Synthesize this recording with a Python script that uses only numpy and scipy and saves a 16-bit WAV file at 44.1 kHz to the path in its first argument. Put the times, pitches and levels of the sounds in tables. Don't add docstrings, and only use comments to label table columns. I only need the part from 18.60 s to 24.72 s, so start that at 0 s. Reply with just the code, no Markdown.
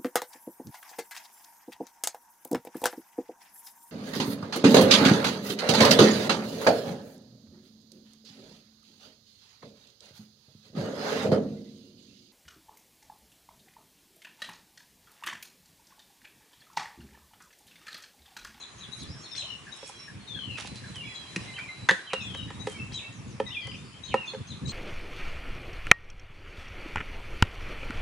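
import sys
import numpy as np
from scipy import signal
from scipy.fft import rfft, irfft, next_fast_len
from scipy.io import wavfile
from scipy.ndimage import uniform_filter1d, map_coordinates

SR = 44100
rng = np.random.default_rng(int(sys.argv[2]) if len(sys.argv) > 2 else 0)


def store_wav(level_fs):
    pcm = np.round(np.clip(np.atleast_2d(level_fs), -1, 1) * 32767)
    wavfile.write(sys.argv[1], SR, pcm.T.astype(np.int16))


def boost_factor(decibels):
    exponent = np.asarray(decibels, float) / 20
    return 10 ** exponent


N = 269892


def unit(x):
    return x / np.sqrt(np.mean(x ** 2) + 1e-20)


def along(points, hz):
    point_hz, value = np.transpose(points)
    return np.interp(np.log(hz + 1), np.log(point_hz + 1), value)


def wobble(rate, size=N):
    knots = rng.standard_normal(size // 20 + 8)
    return map_coordinates(knots, [2 + np.arange(size) * min(rate, 2000) / SR])


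def filtered(x, spectrum):
    size = x.shape[-1]
    padded = next_fast_len(size + 8192)
    gain = boost_factor(along(spectrum, np.fft.rfftfreq(padded, 1 / SR)))
    return irfft(rfft(x, padded) * gain, padded)[..., :size]


def add(bus, s, x, pan_db):
    start = round(s * SR)
    x = x[max(-start, 0):]
    part = bus[:, max(start, 0):][:, :len(x)]
    part += x[:part.shape[1]] * boost_factor([[pan_db / 2], [-pan_db / 2]])


def voice(track, overtones_db, burr, edge, trill_hz=0, droop_db=0):
    s, hz = np.transpose(track)
    t = np.arange(round(s[-1] * SR)) / SR
    size = len(t)
    trill = trill_hz * np.sin(2 * np.pi * 68 * t + 2.41 * wobble(40.04, size=size))
    phase = 2 * np.pi * np.cumsum(np.interp(t, s, hz) + trill) / SR
    rough, burr_hz = burr
    grain = 1 - rough + rough * (wobble(burr_hz, size=size) + 1j * wobble(burr_hz, size=size))
    grain = grain * boost_factor(2.5 * rough * wobble(45, size=size))
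    tone = 0
    for k, db in enumerate(overtones_db, 1):
        tone = tone + boost_factor(db - droop_db * k * t / s[-1]) * np.imag(grain * np.exp(1j * k * phase))
    fade = np.sin(np.pi / 2 * np.clip(np.minimum(t / edge, (s[-1] - t) / (2 * edge)), 0, 1)) ** 2
    return tone / np.sqrt(np.mean(abs(grain) ** 2) / 2) * fade


# frequency [hz], t60 [s]
YARD = [(300, 0.15), (2000, 0.3), (5000, 0.47), (11000, 0.17)]


def yard(bus, wet_db):
    hz, t, z = signal.stft(rng.standard_normal((2, SR // 2)), SR, nperseg=256)
    tail = signal.istft(z * boost_factor(-60 * t / along(YARD, hz)[:, None]), SR, nperseg=256)[1]
    tail = np.pad(tail / np.linalg.norm(tail[0]), ((0, 0), (250, 0)))
    return bus + boost_factor(wet_db) * signal.fftconvolve(bus.mean(0)[None], tail, axes=1)[:, :N]


def flock(notes, burr, edge, wet_db, side_db=0, sag=0., trill_hz=0, droop_db=0):
    bus = np.zeros((2, N))
    for start, end, first_hz, last_hz, db, *pan_db in notes:
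        length = end - start + edge
        middle_hz = (first_hz + last_hz) / 2 * (1 - sag)
        track = [(0, first_hz), (length / 2, middle_hz), (length, last_hz)]
        tone = voice(track, [0, -32], burr, edge, trill_hz, droop_db)
        add(bus, start - edge / 2, boost_factor(db) * tone, side_db + sum(pan_db))
    return yard(bus, wet_db)


# rough share [0-1], burr rate [hz]
BURR = dict(slide=(.55, 150), clear=(.2, 35), buzz=(.55, 280), cluck=(.6, 300), warble=(.35, 120),
        far=(.35, 35), chirp=(.45, 250), rasp=(.85, 900))
# start_s, length_s, first_hz, level_db
SLIDES = [(0.715, 0.26, 3747, -52.5), (1.675, 0.31, 3788, -49.5), (3.608, 0.23, 3750, -49),
          (4.859, 0.25, 3930, -51.5)]


def sliders():
    fall_hz_per_s = 4050
    slides = [(s, s + length, hz, hz - fall_hz_per_s * length, db) for s, length, hz, db in SLIDES]
    top = [(s, s + 0.067, 6300, 6300, db - 18.0) for s, _, _, _, db in slides]
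    return flock(slides + top, BURR["slide"], edge=.022, wet_db=-4.0, side_db=17.0, sag=0.027,
                 trill_hz=85.0, droop_db=-1.5)


# start_s, first_hz, level_db
BUZZES = [(0.323, 3872, -47), (1.118, 3750, -51), (2.552, 3960, -49.5), (3.998, 3850, -49.5),
          (5.434, 3865, -48), (6.057, 3885, -48.5)]
# start_s, level_db
UPSLURS = [(0.712, -52.5), (3.599, -60), (4.88, -60)]


def buzzers():
    buzzes = [(s, s + 0.037, hz, hz - 113, db) for s, hz, db in BUZZES]
    top = [(s, end, 6300, 6250, db - 14.0) for s, end, _, _, db in buzzes]
    upslurs = [(s, s + 0.0413, 5110, 5500, db, -4) for s, db in UPSLURS]
    return flock(buzzes + top + upslurs, BURR["buzz"], edge=0.016, sag=-0.0296, wet_db=-2.5, side_db=20.0)


# start_s, first_hz, level_db
CLUCKS = [(0.279, 1610, -62), (0.54, 1744, -65), (0.78, 1720, -61), (1.068, 1744, -51), (1.476, 1780, -50),
          (1.757, 1700, -52), (2.24, 1740, -52), (3.879, 1874, -53), (6.03, 1776, -62)]


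def cluckers():
    clucks = [(s, s + 0.0376, hz, hz - 126, db) for s, hz, db in CLUCKS]
    return flock(clucks, BURR["cluck"], edge=0.00487, wet_db=-8, side_db=2.0)


# start_s, end_s, first_hz, last_hz, level_db
WARBLES = [(2.478, 2.503, 2260, 2320, -43), (2.87, 2.935, 2125, 2064, -51), (3.088, 3.115, 2150, 2090, -41),
           (4.862, 4.915, 2030, 1990, -49.5), (5.03, 5.095, 2023, 2070, -49.5),
           (2.435, 2.465, 2376, 2240, -43.5), (2.47, 2.5, 2550, 2515, -44.5), (2.5, 2.56, 2080, 1945, -56),
           (4.09, 4.17, 3196, 3148, -51), (4.145, 4.21, 2360, 2145, -52.5), (4.19, 4.25, 2660, 2700, -43.5),
           (4.27, 4.3, 2700, 2580, -68), (4.31, 4.41, 3250, 3180, -53.5), (4.41, 4.48, 2234, 2290, -55),
           (4.43, 4.5, 2667, 2694, -47)]
# start_s, end_s, first_hz, last_hz, level_db
SIGH = [
    (-.075, -0.035, 3250, 3000, -48),
    (0, .055, 2850, 2788, -40),
    (.055, .115, 2768, 2430, -43.5),
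]
# accent_s, slowness [factor]
SIGHS = [
    (3.539, .97),
    (5.557, 1.03),
]


def warblers():
    sighs = [(s + slow * start, s + slow * end, first_hz, last_hz, db)
             for s, slow in SIGHS for start, end, first_hz, last_hz, db in SIGH]
    return flock(WARBLES + sighs, BURR["warble"], edge=0.016, wet_db=-3.0, droop_db=1.5, sag=0.015)


# start_s, end_s, first_hz, last_hz, level_db
RASPS = [(3.501, 3.535, 2830, 2410, -43.5), (5.511, 5.54, 2900, 2390, -44), (2.977, 2.993, 2300, 1550, -41),
         (3.617, 3.672, 6760, 7700, -62), (4.524, 4.604, 7020, 5500, -65), (4.676, 4.737, 7000, 5500, -66),
         (5.005, 5.064, 4720, 4550, -58.5), (5.114, 5.127, 3090, 2500, -45.5),
         (5.14, 5.162, 2754, 2700, -47.5), (0.398, .43, 4620, 4540, -60), (5.239, 5.342, 4670, 4920, -65)]


def raspers():
    notes = [(*note, 2.5 * (note[2] - 2300) / 1000) for note in RASPS]
    return flock(notes, BURR["rasp"], edge=0.00228, wet_db=-4.0)


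# start_s, end_s, pitch_hz, level_db
HELD = [(0.455, 0.51, 1790, -65), (0.587, 0.655, 7440, -65), (1.335, 1.383, 5500, -62),
        (1.39, 1.477, 5500, -54.5), (1.53, 1.608, 5480, -90), (1.317, 1.49, 4020, -67),
        (2.073, 2.328, 4053, -57), (2.428, 2.778, 4013, -61.5), (2.816, 2.993, 3970, -57),
        (3.068, 3.27, 3970, -55.5), (3.368, 3.7, 3986, -61.5), (3.765, 3.93, 3810, -53.5),
        (3.93, 3.99, 3790, -61), (4.416, 4.585, 1833, -65.5), (4.726, 4.797, 5440, -69),
        (6.064, 6.135, 7500, -59.5)]
# start_s, end_s, first_hz, last_hz, level_db
FAR_RIGHT = [(0.37, 0.95, 5480, 5570, -66), (1.083, 1.31, 5370, 5510, -62.5),
             (1.152, 1.384, 2515, 2370, -73), (1.153, 1.4, 3420, 3250, -63),
             (1.602, 1.99, 4265, 4080, -64.5), (2.455, 2.7, 5110, 4770, -68),
             (5.804, 5.858, 3550, 3400, -66.5)]
# start_s, end_s, first_hz, last_hz, level_db
FAR_LEFT = [(0, 0.24, 6920, 6680, -71), (0.473, 0.56, 4680, 5380, -59.5), (2.467, 2.584, 7050, 7400, -66),
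            (2.804, 2.858, 4700, 5900, -62), (5.085, 5.156, 4800, 5030, -58),
            (5.148, 5.195, 5140, 7030, -64), (5.185, 5.232, 3500, 3760, -58.5),
            (5.191, 5.267, 7220, 7400, -67), (5.328, 5.401, 3030, 3290, -62.5)]


def far_whistlers():
    held = [(start, end, hz, hz, db, -6) for start, end, hz, db in HELD]
    right = [(*note, -14) for note in FAR_RIGHT]
    left = [(*note, 12) for note in FAR_LEFT]
    return flock(held + right + left, BURR["far"], edge=0.022, trill_hz=27.0, wet_db=-3)


def slurred(note, burr):
    s, hz, db = np.transpose(note)
    tone = voice(np.transpose([s - s[0], hz]), [0, -32], burr, 0.0042)
    level_db = np.interp(np.arange(len(tone)) / SR, s - s[0], db)
    return np.pad(tone * boost_factor(level_db), (round(s[0] * SR), 0))


# time_s, pitch_hz, level_db
SLURS = [
    [(2.345, 3360, -50), (2.365, 3060, -45.5), (2.405, 2820, -45), (2.435, 2780, -44)],
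    [(2.935, 2830, -49), (2.955, 3130, -45), (2.99, 3100, -48)],
    [(2.963, 2780, -45), (2.985, 2390, -42), (3.0, 2310, -39), (3.015, 2450, -50), (3.04, 2500, -43),
     (3.07, 2260, -48)],
    [(4.888, 2400, -59), (4.92, 2940, -47), (4.955, 3370, -42)],
    [(4.943, 2810, -38), (4.958, 2544, -41.5), (4.972, 2400, -37.5), (5.0, 2406, -47.5), (5.03, 2290, -50)],
    [(5.665, 3600, -52), (5.688, 3470, -38.5), (5.708, 3270, -54)],
]
# time_s, pitch_hz, level_db
WHISTLE = [(2.44, 3400, -59), (2.5, 3370, -57), (2.6, 3317, -54.5), (2.71, 3170, -60)]


def slurs():
    bus = np.zeros((2, N))
    for note in SLURS:
        add(bus, 0, slurred(note, BURR["warble"]), 0.5)
    add(bus, 0, slurred(WHISTLE, BURR["clear"]), -14)
    return yard(bus, -4.5)


# start_s, pitch [factor], level_db, length [factor], lead of the rising voice_s
SPARROW = [(.001, 0.98, -53.5, 0.88, 0.017), (0.199, 0.95, -54.5, 1.02, 0.019),
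           (0.396, 0.99, -53, 0.84, 0.014), (0.628, 1.03, -55, 0.87, 0.019),
           (0.772, 1.01, -46, 0.95, 0.022), (4.338, 0.97, -48, 1.08, 0.02), (5.463, 1.01, -53, 0.77, 0.018),
           (5.672, 1.04, -53, 0.8, 0.017), (5.881, 0.99, -54, 1.0, 0.012), (6.084, 1.03, -49, 0.94, 0.014)]
# time_s, pitch_hz
HOOK = [(0, 4089), (.03, 4010), (.043, 3700), (.052, 2790), (.067, 1920)]
# time_s, pitch_hz
FAR_HOOK = [(0, 4060), (.01, 4210), (.03, 4030), (.039, 3680), (.047, 3300), (.056, 2300)]
# time_s, pitch_hz
RISE = [(0, 1640), (.012, 2604), (.025, 3270), (.05, 3356), (.09, 3280)]
# time_s, pitch_hz
FAR_RISE = [(0, 2850), (.007, 3180), (.018, 3300), (.06, 3360)]
# late_s, level_db
WALLS = [
    (0, 3),
    (.013, -1),
    (0.026, -13),
]
# frequency [hz], level_db
HEDGE = [(2200, -1), (3100, -0.5), (3600, 4), (4200, 0.5), (7000, -2.5)]


def sparrow():
    perch, hedge = np.zeros((2, 2, N))
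    burr = BURR["chirp"]
    for s, pitch, db, length, lead in SPARROW:
        bright_db = 1.4 * (db + 50.5)
        overtones_db, stretch = [0, -21 + bright_db], [length, pitch]
        if db > -50:
            bus = perch
            hook = boost_factor(db + 4.5) * voice(np.multiply(HOOK, stretch), overtones_db, burr, 0.0076, droop_db=6)
            rise = voice(RISE, [-5, 0], burr, 0.029, droop_db=7.5)
        else:
            bus = hedge
            hook = boost_factor(db - 1.5) * voice(np.multiply(FAR_HOOK, stretch), overtones_db, burr, 0.0076, droop_db=-1)
            rise = voice(FAR_RISE, [-12, -1.5], burr, 0.0045, droop_db=4.5)
        rise = boost_factor(db - 3) * rise
        rasp = voice(np.multiply(RISE[:3], [1, pitch]), [-6, 0, -11], BURR["rasp"], 0.0019)
        rasp = boost_factor(db - 9 + bright_db) * rasp
        for late, echo_db in WALLS:
            add(bus, s + late, boost_factor(echo_db) * hook, 4.5)
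            add(bus, s - lead + late, boost_factor(echo_db) * rise, 4.5)
            add(bus, s - lead + late, boost_factor(echo_db) * rasp, 4.5)
    return yard(perch, -3.5) + yard(filtered(hedge, HEDGE), -3.5)


def ring(modes, t, detune=0.):
    spread = rng.normal(0, 1, (len(modes), 2))
    total = 0
    for k, (hz, db, t60) in enumerate(modes):
        decay = boost_factor(db + spread[k, 0] - 60 * t / t60)
        total = total + (-1) ** k * decay * np.sin(2 * np.pi * hz * (1 + detune * spread[k, 1]) * t)
    return total


def crack(t, t60, spectrum):
    return unit(filtered(rng.standard_normal(len(t)), spectrum)) * boost_factor(-60 * t / t60)


BLOW_T = np.arange(SR // 2) / SR
SNAP = [(400, 2), (1200, 8.5), (2800, 8.5), (11000, -13.5)]

# frequency [hz], level_db, t60 [s]
THUD = [(194.5, 2, 0.14), (329, 7, 0.052)]
# frequency [hz], level_db, t60 [s]
HOLLOW = [(438.2, 3.5, 0.065), (535, 6, 0.058)]
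# frequency [hz], level_db, t60 [s]
PANELS = [(812, 15.5, 0.024), (974, 9.5, 0.036), (1279, 14, 0.014)]
# frequency [hz], level_db, t60 [s]
RIM = [(1628, 0, 0.031), (2076, -1, 0.032), (2566, -4, 0.02), (3250, -2, 0.025)]
# start_s, snap_db, then against it thud_db, hollow_db, panels_db
RESTING = [(1.228, -43.5, -15, 1.5, -13), (1.295, -46.5, -22, -6, 0.5), (2.0471, -42.5, -3, -11, -5)]
LIFTED = [(3.3102, -17.5, -15, -12, -23), (3.5336, -19, -23, -8.5, -15.5), (3.7477, -32, -19, -12.5, -18),
          (3.9046, -38.5, -19, -10.5, -7)]
CARRIED = [(4.0705, -34.5, -9, 6.5, -2), (4.8, -31, -4.5, 9, 0.5), (5.075, -46.5, -9, 0.5, -3.5),
           (5.541, -26, -3.5, 5.5, 4.5), (5.7348, -46.5, -8, 10, -2), (5.7464, -44, -27, 7.5, -3.5)]
# level_db; the freer the box, the more it rings
RIM_DB = (-22, -9.5, 6)


def knocks():
    bus, t = np.zeros((2, N)), BLOW_T
    for stage, rim_db in zip((RESTING, LIFTED, CARRIED), RIM_DB):
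        for s, db, thud_db, hollow_db, panel_db in stage:
            walls = boost_factor(thud_db) * ring(THUD, t, 0.08)
            walls = walls + boost_factor(hollow_db) * ring(HOLLOW, t, 0.017)
            walls = walls + boost_factor(panel_db) * ring(PANELS, t, 0.02)
            walls = walls * (1 - np.exp(-t / 0.0033))
            rim = boost_factor(rim_db - 4.5) * ring(RIM, t, 0.077)
            snap = crack(t, 0.0089, SNAP) + boost_factor(-8.0) * crack(t, 0.058, SNAP)
            add(bus, s, boost_factor(db - 2.0) * (walls + rim + snap), -1.8)
    return bus


# start_s, peak level_db
CLACK = [
    (3.2886, -16.5),
    (3.2925, -14),
    (3.3013, -23),
    (3.345, -40),
]
# frequency [hz], level_db, t60 [s]
TUB = [(517, -20, 0.043), (943, -11.5, 0.03), (1617, 2, 0.023), (1752, -1.5, 0.042), (1930, -0.5, 0.036),
       (2780, -19, 0.027), (3470, -7, 0.021), (6500, -15, 0.0156)]
# frequency [hz], level_db
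TUB_TAIL = [(600, -4.5), (1300, -11), (1550, 10), (1950, 7), (2400, -27), (3500, -49), (7000, -16),
            (11000, -21)]


def clack():
    bus, t = np.zeros((2, N)), BLOW_T
    for s, db in CLACK:
        flutter = boost_factor(3 * wobble(384, size=len(t)))
        tub = ring(TUB, t, 0.026) * flutter * (1 - np.exp(-t / 0.00007))
        add(bus, s, boost_factor(db) * (tub + boost_factor(-11.5) * crack(t, 0.04, SNAP)), -0.3)
    add(bus, CLACK[0][0], boost_factor(-34.0) * crack(t, 0.5, TUB_TAIL), -1)
    return bus


# frequency [hz], level_db, t60 [s]
SLAP = [(1865, -2, 0.036), (2500, 2.5, 0.019), (2790, -10.5, 0.045), (4000, -6.5, 0.026), (6000, -8, 0.017)]
# frequency [hz], level_db, t60 [s]
SLAP_BODY = [(180, -3, 0.09), (330, -6, 0.041), (480, -11.5, .03)]


def slap():
    bus, t = np.zeros((2, N)), BLOW_T
    start_s, late_s, level_db = 2.7606, 0.00336, -26
    snap = boost_factor(-2.5) * crack(t, 0.038, [(800, -8), (2500, 4), (11000, -8)])
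    bottom = (1 - np.exp(-t / 0.0005)) * (ring(SLAP, t) + snap)
    wall = (1 - np.exp(-t / 0.0016)) * ring(SLAP_BODY, t)
    add(bus, start_s, boost_factor(level_db) * bottom, -0.7)
    add(bus, start_s + late_s, boost_factor(level_db + 4) * wall, 0)
    return bus


def box():
    return yard(knocks() + clack() + slap(), -11.5)


# start_s, peak level_db, low part_db
TICKS = [(1.2714, -46, -21), (1.2809, -54, -25.5), (1.9719, -55, -7), (1.9845, -42.5, 2.5),
         (2.0005, -39.5, -3.5), (2.0239, -45, -4), (2.0742, -35, -24), (2.078, -46, -20), (2.303, -60, 0),
         (2.358, -42, -7), (2.99, -49.5, 3), (4.0742, -38, -15), (5.072, -40.5, -26)]
# start_s, length_s, centre_hz, level_db
SCUFFS = [(0.312, 0.14, 10400, -59.5), (.432, 0.0046, 10500, -48), (1.159, 0.022, 7950, -54.5),
          (1.295, .02, 6000, -66), (2.36, 0.012, 8500, -51), (1.258, 0.051, 7500, -51.5),
          (1.975, 0.017, 2480, -41.5), (1.987, 0.041, 3740, -46), (2.046, 0.045, 3030, -49),
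          (2.15, 0.044, 4160, -51.5), (3.206, 0.034, 6000, -64), (3.772, .012, 7500, -52.5),
          (4.066, 0.082, 8060, -54.5)]


def gravel():
    bus, t = np.zeros((2, N)), np.arange(SR // 10) / SR
    for s, db, low_db in TICKS:
        high = crack(t, 0.01, [(2000, 0), (4500, 5.5), (11000, -8.5)])
        low = crack(t, 0.084, [(400, -11.5), (1200, -8.0), (3200, -4.0), (5000, -23.5)])
        add(bus, s - .0005, boost_factor(db + 3.0) * (high + boost_factor(low_db) * low), -6)
    for s, length, hz, db in SCUFFS:
        size = round(1.33 * length * SR)
        slopes = [(hz / 8, -31.5), (hz, 0), (hz * 8, -31.5)]
        grains = rng.standard_normal(size) * boost_factor(4.5 * wobble(490, size=size))
        grit = unit(filtered(grains, slopes)) * np.sqrt(np.hanning(size))
        add(bus, s - 0.22 * length, boost_factor(db) * grit, -4)
    return yard(bus, -6)


# start_s, length_s, first_hz, level_db
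BLOOPS = [
    (0.801, .018, 610, -59),
    (0.827, 0.034, 493, -57),
    (0.862, .015, 880, -68),
]


def tub_water():
    notes = [(s, s + length, hz, hz * 1.57, db) for s, length, hz, db in BLOOPS]
    return flock(notes, (0, 35), edge=0.0079, wet_db=-15)


def rush(spectrum, alike, patchy_db):
    z = signal.stft(rng.standard_normal((2, N)), nperseg=512)[2]
    field = uniform_filter1d(rng.standard_normal(z.shape[1:]), 6, 0)
    field = uniform_filter1d(field, 12, 1)
    noise = signal.istft(z * boost_factor(patchy_db * unit(field)), nperseg=512)[1][:, :N]
    mid, side = filtered(noise, spectrum)
    turn = np.arccos(np.clip(alike, 0, 1)) / 2
    return unit(np.cos(turn) * mid + np.sin(turn) * side * [[1], [-1]])


def swells(starts, holds, levels_db, rise_db_per_s, fall_db_per_s, rest_db):
    t = np.arange(0, N + 64, 64)[:, None] / SR
    before, after = np.maximum(starts - t, 0), np.maximum(t - starts - holds, 0)
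    below_db = rise_db_per_s * before + fall_db_per_s * after
    power = boost_factor(2 * rest_db) + boost_factor(2 * (levels_db - below_db)).sum(axis=1)
    return np.interp(np.arange(N) / SR, t[:, 0], np.sqrt(power))


# start_s, gravel level_db, cloth and bustle level_db
STEPS = [(.44, -76, -85.5), (0.799, -68, -81), (1.261, -64.5, -75.5), (2.03, -68.5, -62), (2.3, -63.5, -65),
         (2.84, -59.5, -55), (3.22, -69, -54.5), (3.7, -66.5, -57), (4.12, -63.5, -55), (5.65, -106, -56),
         (6.11, -84, -67)]
# frequency [hz], level_db
HISS = [(710, -7.5), (1200, -17.5), (1690, -4.5), (2440, -4), (4630, -10), (5900, -11.5), (10600, -17),
        (11300, -20), (12200, -87), (15900, -103), (22000, -120)]
# frequency [hz], level_db
MURMUR = [(150, -13.5), (250, -15), (409, -13.5), (481, -19.5), (681, -18.5), (1110, -12.5), (2290, -26.5),
          (2500, -18), (3250, -39), (5500, -120)]


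def shifting():
    s, gravel_db, bustle_db = np.transpose(STEPS)
    hiss = unit(boost_factor(0.36 * wobble(300)) * rush(HISS, alike=0.2, patchy_db=1.8))
    hiss = boost_factor(10.5) * swells(s, 0, gravel_db, 40, 35, -67) * hiss
    murmur = swells(s, 0, bustle_db, 40, 35, -57.5) * rush(MURMUR, alike=0.45, patchy_db=2.5)
    return hiss + murmur


# start_s, hold_s, level_db
PUFFS = [(0.203, 0.41, -53.5), (0.427, 0.046, -41.5), (0.793, 0.27, -53.5), (1.523, 0.086, -47),
         (1.76, 0.023, -38), (1.889, 0.053, -41), (2.048, 0.43, -46), (2.56, 0.24, -55), (2.776, 0.12, -42),
         (3.027, 0.05, -51.5), (3.21, 0.026, -40), (3.618, 0.75, -43), (4.303, 0.066, -43.5),
         (4.536, 0.39, -43.5), (5.061, 0.15, -42.5), (5.204, 0.4, -53), (5.528, 0.0067, -43.5),
         (5.798, 0.014, -37), (5.938, 0.0096, -39.5), (6.048, 0.043, -34)]
# frequency [hz], level_db
RUMBLE = [(12, -70), (20, -16), (69, 4), (118, 3.5), (167, -3.5), (195, -2), (420, -19.5), (543, -22),
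          (1320, -120)]


def wind():
    lumps = boost_factor(3.28 * wobble(45) + 1.1 * np.array([wobble(31), wobble(11.0)]))
    turbulence = unit(lumps * rush(RUMBLE, alike=.93, patchy_db=1.2))
    buffet = swells(*np.transpose(PUFFS), 248, 196, -75) * turbulence
    turned = signal.hilbert(buffet.mean(0), next_fast_len(N))[:N].imag
    return buffet + 0.4 * filtered(turned, [(30, -15), (125, -2), (300, 3.5)]) * [[1], [-1]]


# frequency [hz], level_db
TRAFFIC = [(20, -24), (60, 2), (120, -8), (190, -13), (300, -14), (600, -48)]


def traffic():
    return boost_factor(-57.5) * rush(TRAFFIC, alike=1.0, patchy_db=4.5)


def scene():
    birds = sliders() + buzzers() + cluckers() + warblers() + raspers() + far_whistlers() + slurs() + sparrow()
    return birds + box() + gravel() + tub_water() + shifting() + wind() + traffic()


# frequency [hz], level_db
MIC = [(20, -19), (70, -6.5), (120, 2.5), (11000, 2), (11300, -32), (12500, -18), (14000, -60)]


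def microphone(sound):
    return filtered(sound, MIC)


def roll_off(x):
    return signal.sosfilt(signal.butter(12, 12370, fs=SR, output="sos"), x)


def record(dry):
    mix = microphone(dry)
    return roll_off(mix)


dry = scene()
out = record(dry)
store_wav(out)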